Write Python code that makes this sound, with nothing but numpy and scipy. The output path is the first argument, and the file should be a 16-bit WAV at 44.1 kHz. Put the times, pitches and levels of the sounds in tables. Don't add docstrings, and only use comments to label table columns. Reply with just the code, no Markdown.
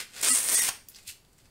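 import sys
import numpy as np
from scipy import signal
from scipy.fft import rfft, irfft
from scipy.io import wavfile
from scipy.ndimage import uniform_filter1d

SR = 44100
rng = np.random.default_rng(int(sys.argv[2]) if len(sys.argv) > 2 else 0)


def dump_mix(stems):
    frames = np.atleast_2d(stems).T
    limited = np.clip(frames, -1, 1)
    pcm = np.round(limited * 32767).astype(np.int16)
    wavfile.write(sys.argv[1], SR, pcm)


N = 66150
T = np.arange(N) / SR

# f/Hz, level/dB
HUSH_COLOUR = [(20, -4), (70, -7), (130, -8.5), (260, -11.5), (450, -16.5), (900, -21), (2000, -26),
               (4000, -29), (4600, -21.5), (5200, -31), (8000, -27.5), (16000, -33.5)]
# t/s, level/dB
HAND_KNOCKS = [(1.084, -59), (1.442, -55.5)]
# peak t/s, rise/s, decay/s, level/dB, tilt/(dB per octave)
PAPER_SLIDES = [(.004, 0.017, 0.022, -34.5, -1.5), (0.174, 0.036, 0.051, -41.5, -1.5),
                (0.216, 0.033, .01, -41.5, -2), (0.924, 0.03, 0.021, -57.5, 0),
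                (.962, 0.0062, 0.016, -50, 0), (0.987, .008, 0.014, -52, -1.5),
                (1.035, 0.052, .025, -56.5, 2), (1.082, 0.008, 0.0037, -37.5, 6),
                (1.091, 0.0073, 0.021, -38.5, 3.5), (1.394, 0.018, 0.024, -60.5, 0),
                (1.454, 0.012, .015, -61.5, -2)]
# f/Hz, level/dB
SLIDE_COLOUR = [(100, -21.5), (400, -7.5), (900, -9.5), (1400, -2), (2100, 3), (2700, 3), (3600, 2),
                (4800, 2.5), (5900, 1), (8200, 3.5), (10000, -1), (13000, -6), (16000, -12)]
# t/s, level/dB, f/Hz, width/Hz, decay/s
PAPER_CRINKLES = [(.003, -27, 5000, 9000, .0012), (.8857, -47, 4500, 5000, .002),
                  (.886, -33, 13500, 4500, .002), (.896, -44, 12500, 5000, .007),
                  (.9475, -41, 4900, 2000, .0012), (.9625, -44, 4900, 900, .003),
                  (1.249, -56, 3800, 3000, .002), (1.33, -59, 7000, 5000, .004),
                  (1.383, -54, 6500, 5000, .002)]
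# peak t/s, rise/s, decay/s, level/dB, f/Hz, width/Hz
SHEET_RASPS = [(.605, .04, .045, -38, 1970, 380), (.61, .03, .04, -38, 5700, 600),
               (.96, .012, .014, -50, 4850, 1100), (1.083, .01, .016, -46, 4100, 1300),
               (1.096, .016, .012, -45, 2800, 1300)]
# centre t/s, length/s, dip/dB
CRACKLE_DIPS = [(.319, .058, -13), (.563, .026, -8), (.606, .028, -7)]
# centre t/s, length/s, f/Hz, relative level/dB
CHORD_TONES = [(.322, .06, 262, -39), (.31, .042, 1276, -37), (.32, .055, 1965, -35),
               (.312, .045, 2778, -38), (.312, .04, 4303, -38), (.312, .04, 4554, -38),
               (.314, .038, 5062, -34), (.32, .045, 5749, -39), (.312, .04, 7235, -34),
               (.318, .045, 7660, -33), (.32, .05, 8795, -29), (.314, .04, 9550, -33),
               (.566, .04, 1934, -37), (.564, .035, 3436, -39), (.562, .035, 4602, -35),
               (.562, .035, 5092, -37), (.566, .035, 5835, -36), (.563, .035, 6261, -33),
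               (.566, .04, 6664, -33), (.565, .03, 8658, -29), (.605, .06, 1915, -38), (.6, .06, 2030, -40),
               (.608, .03, 3686, -39), (.605, .04, 5632, -38), (.606, .04, 5824, -37),
               (.605, .04, 6543, -33), (.607, .03, 8645, -33)]
# t/s, peak level/dB
GLUE_SNAPS = [(.2128, -19), (.2148, -20), (.2272, -17), (.2338, -12), (.2411, -15), (.2476, -11),
              (.2494, -13), (.2635, -15), (.2855, -15), (.2904, -14), (.2970, -14), (.3065, -10),
              (.3335, -13), (.3358, -12), (.3432, -14), (.3498, -12), (.3579, -14), (.3842, -14),
              (.3878, -14), (.4774, -16), (.4828, -13), (.4879, -12), (.4941, -13), (.4989, -13),
              (.5211, -13), (.5450, -13), (.5464, -12), (.5557, -10), (.6210, -13), (.6327, -13),
              (.6896, -7)]
# f/Hz, level/dB
SNAP_COLOUR = [(150, -34), (400, -23), (2000, -18), (4500, -17), (7000, -6), (8700, 0), (9600, -2),
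               (10600, -11), (16000, -16)]
# f/Hz, level/dB
JERK_COLOUR = [(40, -9), (110, -2), (300, -5), (700, 0), (2000, 2), (4000, -5), (10000, -18)]
# t/s, then relative level/dB of paper body, strip ring and top treble
PULL_LEVELS = [(0.22, -27, -24, -41), (0.232, -28, -30.5, -37), (0.272, -27.5, -26.5, -49),
               (0.302, -31, -20, -64), (0.392, -34.5, -26, -33.5), (0.418, -39.5, -32.5, -36.5),
               (0.492, -35.5, -29.5, -36), (0.534, -33, -29.5, -26.5), (0.546, -34, -23.5, -28.5),
               (0.568, -34.5, -25, -42), (0.588, -28, -24, -27), (0.612, -42.5, -29.5, -28.5),
               (0.62, -32.5, -29.5, -29.5), (0.682, -32.5, -30.5, -37.5), (0.69, -29.5, -38, -38),
               (0.7, -17, -33, -48)]
# f/Hz, level/dB
BODY_COLOUR = [(180, -33), (450, -19.5), (750, -8), (1100, 1), (1500, -0.5), (2000, 4.5), (2700, 3),
               (4000, 2.5), (5200, 2.5), (6500, 6), (7600, -1.5), (10000, -8)]
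# f/Hz, level/dB
TREBLE_COLOUR = [(7000, -20), (9600, 3), (10500, -4), (12000, 0), (13300, -9.5), (16000, -6.5)]
# t/s, relative level/dB
RUMBLE_LEVELS = [(.23, 6.5), (.285, 4), (.31, 1), (.335, -19), (.36, 0.5), (.42, 4.5), (.52, 8.5),
                 (.545, 9), (.565, -5), (.61, -1.5), (.65, -3), (.69, 7)]
# f/Hz, level/dB
RUMBLE_COLOUR = [(30, -24), (110, -20), (200, -8), (330, -0.5), (500, 2.5), (700, -3.5), (1200, -18)]
# t/s, level/dB
FLAP_LEVELS = [(.22, -74), (.26, -62), (.29, -70), (.32, -82), (.4, -65), (.49, -63), (.56, -73),
               (.64, -61), (.695, -63)]
# f/Hz, level/dB
FLAP_BASS_COLOUR = [(30, -21), (70, -10), (110, 0), (170, -2), (260, 5), (400, -24), (900, -41)]

PULL_START_S, PULL_END_S, PULL_EDGE_S = .226, .694, .0058
RING_HZ, RING_WIDTH_HZ = 8650, 2200
FRICTION_GRAINS_PER_S, FRICTION_SPREAD_DB = 7000, 6.5


def undb(db):
    return 10 ** (np.asarray(db) / 20)


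def unit(x):
    return x / np.sqrt(np.mean(x ** 2) + 1e-20)


def noise():
    return rng.standard_normal(N)


def colour(x, points, size=2048):
    hz, db = np.array(points, float).T
    bins_hz = np.maximum(np.fft.rfftfreq(size, 1 / SR), 1)
    gain = undb(np.interp(np.log(bins_hz), np.log(hz), db))
    cepstrum = irfft(np.log(gain))
    cepstrum[1:size // 2] *= 2
    cepstrum[size // 2 + 1:] = 0
    return signal.fftconvolve(x, irfft(np.exp(rfft(cepstrum))))[:N]


def resonate(x, hz, width_hz, passes=1):
    b, a = signal.iirpeak(hz, hz / width_hz, fs=SR)
    for _ in range(passes):
        x = signal.lfilter(b, a, x)
    return unit(x)


def grains(per_s, spread_db):
    hits = rng.random(N) < per_s / SR
    sign = rng.choice([-1, 1], N)
    strength = np.minimum(rng.exponential(size=N), 3.5)
    return unit(hits * sign * undb(spread_db * strength))


def swell(peak_s, rise_s, decay_s):
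    return np.exp(-np.maximum((peak_s - T) / rise_s, (T - peak_s) / decay_s))


def burst(start_s, decay_s):
    return swell(start_s, 1 / SR, decay_s)


def arch(centre_s, length_s):
    return np.cos(np.pi * np.clip((T - centre_s) / length_s, -.5, .5))


def contours(table):
    times, *levels = np.array(table).T
    return [undb(np.interp(T, times, db)) for db in levels]


def room_tone(level_db=-62):
    return undb(level_db) * unit(colour(noise(), HUSH_COLOUR))


def room(x, tail_share=1, low_t60_s=.33, treble_t60_s=.31, split_hz=6000):
    diffuse = noise()
    low = signal.sosfiltfilt(signal.butter(10, split_hz, fs=SR, output="sos"), diffuse)
    treble = diffuse - low
    tail = low * undb(-60 * T / low_t60_s) + .67 * treble * undb(-60 * T / treble_t60_s)
    early = noise() * burst(start_s=.00086, decay_s=.0093)
    response = (tail_share * undb(-8) * unit(tail) + undb(-9) * unit(early)) / np.sqrt(N)
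    return x + signal.fftconvolve(x, response)[:N]


def knocks():
    thud = resonate(noise(), hz=74.4, width_hz=58, passes=2)
    return thud * sum(undb(db) * swell(t, rise_s=.018, decay_s=.018) for t, db in HAND_KNOCKS)


def handling():
    out = np.zeros(N)
    for t, rise, decay, db, tilt in PAPER_SLIDES:
        tilted = [(hz, level + tilt * np.log2(hz)) for hz, level in SLIDE_COLOUR]
        friction = grains(FRICTION_GRAINS_PER_S, FRICTION_SPREAD_DB)
        out += undb(db) * swell(t, rise, decay) * unit(colour(friction, tilted))
    for t, db, hz, width, decay in PAPER_CRINKLES:
        out += undb(db) * burst(t, decay) * resonate(noise(), hz, width)
    return out


def rasps():
    out = np.zeros(N)
    for t, rise, decay, db, hz, width in SHEET_RASPS:
        friction = grains(FRICTION_GRAINS_PER_S, FRICTION_SPREAD_DB)
        out += undb(db) * swell(t, rise, decay) * resonate(friction, hz, width, passes=2)
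    return out


def frozen_chords(waver_hz=6, wavers_per_s=80, trim_db=-1):
    out = np.zeros(N)
    for t, length, hz, db in CHORD_TONES:
        waver = waver_hz * unit(uniform_filter1d(noise(), int(SR / wavers_per_s)))
        tone = np.sqrt(2) * np.sin(2 * np.pi * np.cumsum(hz + waver) / SR)
        out += undb(db + trim_db) * arch(t, length) * tone
    return out


def snaps():
    out = np.zeros(N)
    for t, db in GLUE_SNAPS:
        snap = colour(noise() * burst(t, decay_s=.0003), SNAP_COLOUR)
        out += undb(db) * snap / np.abs(snap).max()
    jerk = burst(start_s=.6882, decay_s=.003) * unit(colour(noise(), JERK_COLOUR))
    return out + undb(-29) * jerk


def rip(fizz_db=-3):
    breaks = grains(per_s=2600, spread_db=3.2)

    def crackle():
        return breaks * rng.choice([-1, 1], N) + undb(fizz_db) * noise()

    def band(points):
        return unit(colour(crackle(), points))

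    body_gain, ring_gain, treble_gain = contours(PULL_LEVELS)
    strip = undb(-1) * ring_gain * resonate(crackle(), RING_HZ, RING_WIDTH_HZ, passes=2)
    rumble = undb(-18.5) * body_gain * contours(RUMBLE_LEVELS)[0] * band(RUMBLE_COLOUR)
    flap = contours(FLAP_LEVELS)[0] * band(FLAP_BASS_COLOUR)
    body = undb(-.5) * body_gain * band(BODY_COLOUR)
    treble = treble_gain * band(TREBLE_COLOUR)
    inside_pull_s = np.minimum(T - PULL_START_S, PULL_END_S - T)
    pulling = np.clip(inside_pull_s / PULL_EDGE_S + .5, 0, 1)
    return pulling * (body + rumble + flap + treble), pulling * strip


def peel(strip_dip_share=.16):
    paper, strip = rip()
    dip_db = sum(db * arch(t, length) for t, length, db in CRACKLE_DIPS)
    crackle = undb(dip_db) * room(paper)
    ring = undb(strip_dip_share * dip_db) * room(strip, tail_share=.75)
    return crackle + ring + room(snaps()) + frozen_chords()


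def scene():
    hush = room_tone()
    return (peel() + room(handling() + rasps()) + knocks() + hush)[None]


def record(dry):
    return signal.sosfilt(signal.ellip(10, .2, 70, 15700, fs=SR, output="sos"), dry)


dry = scene()
out = record(dry)
dump_mix(out)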